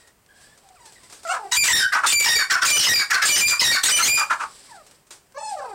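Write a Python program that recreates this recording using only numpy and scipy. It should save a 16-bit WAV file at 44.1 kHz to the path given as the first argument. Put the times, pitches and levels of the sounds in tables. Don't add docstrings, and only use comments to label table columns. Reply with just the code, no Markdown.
import sys
import numpy as np
from scipy import signal
from scipy.fft import rfft, irfft, next_fast_len
from scipy.io import wavfile
from scipy.ndimage import uniform_filter1d, map_coordinates

SR = 44100
rng = np.random.default_rng(int(sys.argv[2]) if len(sys.argv) > 2 else 0)


def store_pcm(level_fs):
    pcm = np.round(np.clip(level_fs, -1, 1) * 32767).astype(np.int16)
    wavfile.write(sys.argv[1], SR, np.atleast_2d(pcm).T)


def ratio_of_db(decibels):
    return 10 ** (np.asarray(decibels, float) / 20)


N = 253134
TIME = np.arange(N) / SR

# start and end in seconds, level in dB before
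# the mix, beak resonance in Hz.
RASP_BURSTS = [(1.266, 1.354, -42, 8140), (1.515, 1.58, -20.5, 7800), (1.629, 1.733, -15.5, 7400),
               (1.747, 1.775, -8, 5100), (1.785, 1.84, -28.5, 4900), (1.923, 1.951, -26.5, 5150),
               (2.058, 2.139, -16.5, 8100), (2.194, 2.227, -14.5, 7160), (2.237, 2.342, -15.5, 5160),
               (2.361, 2.404, -23.5, 4840), (2.499, 2.547, -22, 5300), (2.617, 2.646, -24, 5300),
               (2.645, 2.718, -10.5, 7970), (2.763, 2.935, -14.5, 5370), (2.945, 3.005, -20.5, 4650),
               (3.102, 3.163, -22, 5200), (3.218, 3.248, -19.5, 5300), (3.248, 3.313, -11, 8140),
               (3.356, 3.419, -7, 6260), (3.467, 3.534, -21, 7200), (3.597, 3.683, -15, 4900),
               (3.665, 3.764, -19, 4680), (3.834, 3.921, -11.5, 7980), (3.956, 4.015, -15.5, 5940),
               (4.036, 4.101, -6, 7100), (4.14, 4.22, -26, 7100)]


def unit(x):
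    return x / np.sqrt(np.mean(np.abs(x) ** 2) + 1e-20)


def along(points, hz):
    f, v = np.transpose(points)
    return np.interp(np.log(hz + 1), np.log(f + 1), v)


def wobble(rate, size):
    knots = rng.standard_normal(int(size * rate / SR) + 4)
    return map_coordinates(knots, [np.arange(size) * rate / SR])


def noise(spectrum):
    m = next_fast_len(N)
    white = rfft(rng.standard_normal(m))
    colour = ratio_of_db(along(spectrum, np.fft.rfftfreq(m, 1 / SR)))
    return unit(irfft(white * colour, m)[:N])


def gate(t, length, edge):
    return np.sin(np.pi / 2 * np.clip(np.minimum(t, length - t) / edge, 0, 1)) ** 2


def add_voice(track, start, pitch, partials, jitter, rough, flutter_hz):
    n = len(pitch)
    phase = 2 * np.pi * np.cumsum(pitch * (1 + jitter * wobble(flutter_hz, n))) / SR
    for k, gain in partials.items():
        flutter = 1 + rough * k ** 0.25 * (wobble(flutter_hz, n) + 1j * wobble(flutter_hz, n))
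        tone = np.exp(1j * (k * phase + rng.uniform(0, 2 * np.pi))) * flutter
        tone = tone * (k * pitch < SR / 3)
        part = track[round(start * SR):][:n]
        part += (np.sqrt(2) * gain * tone.real)[:len(part)]


def effort(burst):
    start, end, db, _ = burst
    return ratio_of_db(db) * gate(TIME - start + 0.0041, end - start + 0.01624, 0.017)


def screams():
    # start
    # and end in seconds, first and last pitch in Hz, level in dB before the mix.
    whistles = [(1.516, 1.56, 968, 985, -39.5), (1.519, 1.547, 3850, 3950, -27),
                (1.569, 1.609, 2390, 2418, -11), (1.603, 1.652, 2375, 2348, -16.5),
                (1.676, 1.725, 997.6, 963, -32.5), (1.732, 1.767, 1845, 1866, -1),
                (1.772, 1.804, 5810, 4800, -13), (1.787, 1.87, 1609, 1507, -18),
                (2.064, 2.11, 3546, 3570, -24), (2.125, 2.163, 2357, 2350, -13.5),
                (2.154, 2.23, 2354, 2333, -12), (2.257, 2.296, 937.5, 972, -31),
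                (2.285, 2.381, 1872, 1870, -16.5), (2.356, 2.381, 2332, 2300, -9.5),
                (2.385, 2.441, 2263, 2230, -28), (2.4, 2.435, 1805, 1853, -22.5),
                (2.67, 2.696, 2388, 2370, -21), (2.704, 2.769, 2387, 2382, -14),
                (2.726, 2.807, 2972, 2960, -14.5), (2.853, 2.883, 2600, 2550, -32),
                (2.864, 2.894, 991, 1005, -31), (2.889, 2.936, 1881, 1903, -9.5),
                (2.935, 2.965, 2462, 2344, -14), (2.961, 3.028, 2358, 2234, -22),
                (3.284, 3.357, 2376, 2354, -15.5), (3.318, 3.405, 2966, 2952, -15),
                (3.406, 3.472, 2363, 2406, -9), (3.463, 3.544, 2424, 2386, -19),
                (3.593, 3.638, 2565, 2520, -31.5), (3.612, 3.639, 991, 991, -27),
                (3.643, 3.724, 1886, 1860, -12.5), (3.712, 3.755, 2347, 2198, -17.5),
                (3.755, 3.794, 1785, 1830, -25), (3.901, 3.952, 2340, 2412, -22.5),
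                (3.914, 3.995, 2980, 2975, -17), (3.961, 3.992, 2347, 2374, -18),
                (4.023, 4.059, 2080, 2205, -22.5), (4.081, 4.154, 2356, 2428, -2),
                (4.156, 4.212, 2433, 2383, -24.5)]
    # pitch in Hz, 2nd partial in dB, 3rd partial in dB.
    registers = [(1024, 8.5, 3), (1600, -24.5, -22.5), (1908, 3, -2), (2080, 7.5, 7.5), (2300, 2, -10.5),
                 (2358, -6, -5.5), (2600, 13, 1), (2980, 2, -4.5), (3750, 0.5, -18), (5570, -19.5, -32)]
    sag_db = 8
    fade_db = 71
    brighten = 0.19
    out = np.zeros(N)
    rasping = sum(map(effort, RASP_BURSTS))
    pitches, *overtones = np.transpose(registers)
    for start, end, hz, last_hz, db in whistles:
        t = np.arange(round((end - start + 0.0108) * SR)) / SR
        sag = np.clip(np.log2(hz / last_hz) / (end - start), 0, 1.5)
        second_db, third_db = [np.interp(hz, pitches, v) + brighten * (db + 13) for v in overtones]
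        levels = [0, second_db + sag_db * sag - fade_db * t, third_db]
        levels += [third_db - 7.5 - 1.5 * k for k in range(7)]
        shape = ratio_of_db(db) * gate(t, t[-1], 0.014)
        gains = {k + 1: shape * ratio_of_db(v) for k, v in enumerate(levels)}
        under = rasping[round(start * SR):][:len(t)]
        torn = .18 + .85 * (hz < 1700) + under / (under + ratio_of_db(-22))
        waver = 1 + .003 * wobble(45, len(t))
        pitch = waver * np.linspace(hz, last_hz, len(t))
        add_voice(out, start - .004, pitch, gains, .009 * torn, .85 * torn, 220)
    return out


def rasps():
    # frequency in Hz, relative level in dB per Hz.
    breath = [(180, -37.5), (300, -66.5), (877, -16.5), (1490, -3.5), (1700, -2), (5850, -3),
              (15500, -13.5)]
    bursts = ratio_of_db(3.2 * wobble(260, N) + 1.1 * wobble(60, N))
    hz, t, z = signal.stft(noise(breath) * bursts, SR, nperseg=256)
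    frames = np.clip((t * SR).astype(int), 0, N - 1)
    colour = 0
    for burst in RASP_BURSTS:
        resonance = 1 + ratio_of_db(6.5) / (1 + ((hz - burst[3]) / 700) ** 2)
        colour = colour + np.outer(resonance, effort(burst)[frames])
    patches = uniform_filter1d(rng.standard_normal(z.shape), size=3, axis=0)
    patches = uniform_filter1d(patches, size=9, axis=1)
    colour = colour * ratio_of_db(4.5 * unit(patches))
    return signal.istft(z * colour, SR, nperseg=256)[1][:N] * ratio_of_db(-4.5)


def clucks():
    # start in seconds, length in seconds
    # before it dies away, level in dB before the trim at the end, throat resonance in Hz.
    puffs = [(1.322, 0.046, -31, 1281), (1.918, 0.058, -17, 1519), (1.943, 0.03, -19, 1181),
             (2.029, 0.03, -16, 1252), (2.38, 0.046, -20, 1592), (2.495, 0.022, -16, 1801),
             (2.507, 0.056, -15.5, 1497), (2.615, 0.043, -15, 1413), (2.986, 0.038, -20, 1542),
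             (3.098, 0.025, -14, 1727), (3.12, 0.053, -15, 1542), (3.212, 0.041, -13.5, 1656),
             (3.513, 0.024, -16, 1432), (3.732, 0.043, -20.5, 1530), (3.873, 0.028, -18, 1512),
             (3.98, 0.035, -16, 1312), (4.167, 0.049, -21, 1233), (4.296, 0.034, -16.5, 1320),
             (4.393, 0.045, -27.5, 1190)]
    # centre in Hz, width in Hz, level in dB against the throat.
    upper = [(1305, 370, -12.5), (2395, 570, -20), (5300, 3700, -29.5), (9980, 4000, -40)]
    out = np.zeros(N)
    for start, length, db, throat_hz in puffs:
        t = np.arange(round(2 * length * SR)) / SR
        dying = ratio_of_db(-25 * np.maximum(t / length - 1, 0))
        shape = ratio_of_db(db) * gate(t + 0.0015, t[-1], 0.02) * dying
        peaks = [(throat_hz, 430, 0)] + upper
        hz = throat_hz / 4
        gains = {}
        for k in range(1, 40):
            gains[k] = shape * sum(ratio_of_db(d) / (1 + ((k * hz - c) / w) ** 2) ** 2 for c, w, d in peaks)
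        add_voice(out, start, hz * (1.06 - 1.3 * t), gains, .035, .9, 260)
    return out * ratio_of_db(-5.0)


def whimpers():
    # 2nd partial in dB, higher partials in dB, then the glide as points of time in seconds,
    # pitch in Hz and level in dB ahead of the throat and beak colour.
    glides = [(-23, -37, [(.63, 810, -59), (.75, 724, -52), (.79, 710, -69)]), (2.5, -6, [(.757, 1455, -48),
              (.775, 1202, -52), (.8, 995, -53), (.86, 902, -52), (.915, 807, -56)]),
              (6, -18, [(1.0, 1122, -62), (1.042, 1010, -55), (1.075, 1030, -60)]),
              (4, -10, [(1.25, 709, -32.5), (1.272, 644, -31), (1.32, 752, -23.5), (1.36, 680, -36)]),
              (11.5, -30, [(1.295, 559, -47), (1.345, 531, -38), (1.39, 495, -45)]),
              (8, -23.5, [(1.39, 454, -46.5), (1.45, 391, -40.5), (1.51, 383, -49)]),
              (2, -12, [(4.64, 1377, -65), (4.7, 1000, -47), (4.76, 756, -43), (4.825, 570, -51)]),
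              (-3, -16.5, [(5.345, 518, -44), (5.378, 569, -28.5), (5.43, 654, -47)]),
              (-15.5, -18, [(5.38, 874, -37), (5.43, 870, -30), (5.51, 849, -28), (5.54, 763, -28),
              (5.57, 645, -32.5), (5.605, 557, -24), (5.625, 633, -45)]), (3.5, -21, [(5.565, 628.5, -44),
              (5.61, 541, -40), (5.66, 499, -37.5), (5.7, 434, -40.5), (5.74, 386, -36.5)])]
    # frequency in Hz, gain in dB.
    throat = [(350, -5.5), (550, -8), (800, -2.5), (1400, -9.5), (2000, -15.5), (2900, -14)]
    # frequency in Hz, gain in dB.
    beak = [(1100, 12), (1800, 10.5), (2700, -5.5), (3500, -12), (4400, -2.5), (6500, -4.5), (8500, -1),
            (11000, -33)]
    dull_db = 2.5
    out = np.zeros(N)
    for second_db, higher_db, points in glides:
        s, *cols = np.transpose(points)
        t = np.arange(s[0], s[-1], 1 / SR)
        hz, db = [np.interp(t, s, c) for c in cols]
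        glide = uniform_filter1d(np.abs(np.gradient(np.log2(hz))) * SR, size=600)
        levels = [along(throat, hz), along(throat, 2 * hz) + second_db]
        levels += [along(beak, k * hz) + higher_db - dull_db * glide for k in range(3, 13)]
        shape = gate(t - s[0], s[-1] - s[0], 0.0016)
        gains = {k + 1: ratio_of_db(db + v) * shape for k, v in enumerate(levels)}
        hoarse = 0.45 + ratio_of_db(db + 10)
        add_voice(out, s[0], hz, gains, .009, hoarse, 130)
    return out


def peeps():
    # start and end in seconds, first and last pitch in Hz, level in dB.
    calls = [(0, 0.112, 1900, 1875, -68), (0.288, 0.556, 1607, 1768, -61.5),
             (0.956, 0.995, 2010, 1800, -58), (1.293, 1.329, 1355, 1447, -29),
             (5.593, 5.666, 806, 778, -41), (5.601, 5.721, 1344, 1220, -53)]
    out = np.zeros(N)
    for start, end, hz, last_hz, db in calls:
        t = np.arange(round((end - start) * SR)) / SR
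        gains = {k: ratio_of_db(db - 12 * (k - 1)) * gate(t, t[-1], .002) for k in (1, 2)}
        add_voice(out, start, np.linspace(hz, last_hz, len(t)), gains, .02, .9, 180)
    return out


def rustle():
    # time in seconds, level in dB.
    movement = [(0, -56.5), (.08, -62.5), (.14, -74), (.28, -71), (.42, -52.5), (.6, -62), (.78, -61.5),
                (.9, -55.5), (1.24, -53.5), (4.5, -49), (4.7, -49.5), (4.84, -59.5), (4.97, -57.5),
                (5.04, -74), (5.34, -68.5), (5.47, -54), (5.5, -45.5), (5.58, -51), (5.74, -56.5)]
    # frequency in Hz, relative level in dB per Hz.
    feathers = [(880, -58), (1500, -15), (2250, -17.5), (2500, -18.5), (4940, -9), (6710, -18),
                (7850, -6.5), (15800, -32)]
    bodies = [(18, -46.5), (30, 10), (292, -5.5), (386, -2.5), (2500, -12), (3250, -14.5), (5500, -120)]
    mesh = [(180, -45), (300, -10), (1400, -13), (2480, -15.5), (8460, -10.5), (15000, -26.5)]
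    # start in seconds, level in dB, time to fall 60 dB in seconds.
    scratches = [(0.073, -49.5, 0.12), (.262, -51, 0.022), (0.414, -52, 0.063), (.513, -63, 0.054),
                 (0.575, -50, 0.11), (.688, -45.5, 0.028), (0.855, -42.5, 0.14), (.922, -47.5, 0.16),
                 (1.032, -46.5, 0.12), (1.098, -45.5, 0.31), (1.124, -43.5, 0.31), (1.232, -43.5, 0.29),
                 (4.864, -46.5, 0.14), (4.911, -47, 0.079), (5.068, -53.5, 0.11), (5.106, -38, 0.27),
                 (5.322, -49, 0.026)]
    moving_db = np.interp(TIME, *np.transpose(movement))
    hiss = ratio_of_db(moving_db + 1.6 * wobble(66, N)) * noise(feathers)
    scuffle_db = -57 + 0.34 * (moving_db + 55.5)
    scuffle = ratio_of_db(scuffle_db + 0.42 * wobble(35, N)) * noise(bodies)
    claws = np.zeros(N)
    for start, db, t60 in scratches:
        claws += ratio_of_db(db - 60 * np.abs(TIME - start) / t60) * gate(TIME - start, 1, 0.00087)
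    return hiss + scuffle + claws * ratio_of_db(0.9 * wobble(560, N)) * noise(mesh)


def shed(x):
    # frequency in Hz, time to fall 60 dB in seconds.
    decay = [(300, 0.42), (1500, 0.21), (5000, 0.18), (12000, 0.18)]
    hz, t, z = signal.stft(rng.standard_normal(SR // 2), SR, nperseg=256)
    tail = signal.istft(z * ratio_of_db(-60 * t / along(decay, hz)[:, None]), SR, nperseg=256)[1]
    delayed = np.pad(x, (150, 0))
    return signal.fftconvolve(delayed, tail / np.linalg.norm(tail))[:N]


def room_noise():
    # frequency in Hz, relative level in dB per Hz.
    hush = [(12, -34.5), (20, 16), (228, -4), (446, -22), (558, -8), (2750, -20), (16000, -13)]
    return ratio_of_db(-58.5) * noise(hush)


def scene():
    loud = ratio_of_db(3.0) * (screams() + rasps())
    soft = clucks() + whimpers() + peeps()
    echo = shed(ratio_of_db(-8.5) * loud + ratio_of_db(-11.0) * soft)
    return (loud + soft + echo + rustle() + room_noise())[None]


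def low_pass(x):
    return signal.sosfilt(signal.butter(12, 16150, fs=SR, output="sos"), x)


def record(dry):
    top = np.where(dry > 0, .52, .38)
    clipped = dry / (1 + np.abs(dry / top) ** 6) ** (1 / 6)
    power = signal.lfilter([.004], [1, -.996], clipped ** 2)
    limit = ratio_of_db(-35.0)
    held = clipped / (1 + (power / limit) ** 2) ** (1 / 4)
    hz = np.fft.rfftfreq(N, 1 / SR)
    bass_cut = hz / np.hypot(hz, 150)
    treble_cut = ratio_of_db(-5 * (hz > 9700)) * (hz < 15850)
    finished = irfft(rfft(held) * bass_cut * treble_cut, N)
    return low_pass(finished)


dry = scene()
out = record(dry)
store_pcm(out)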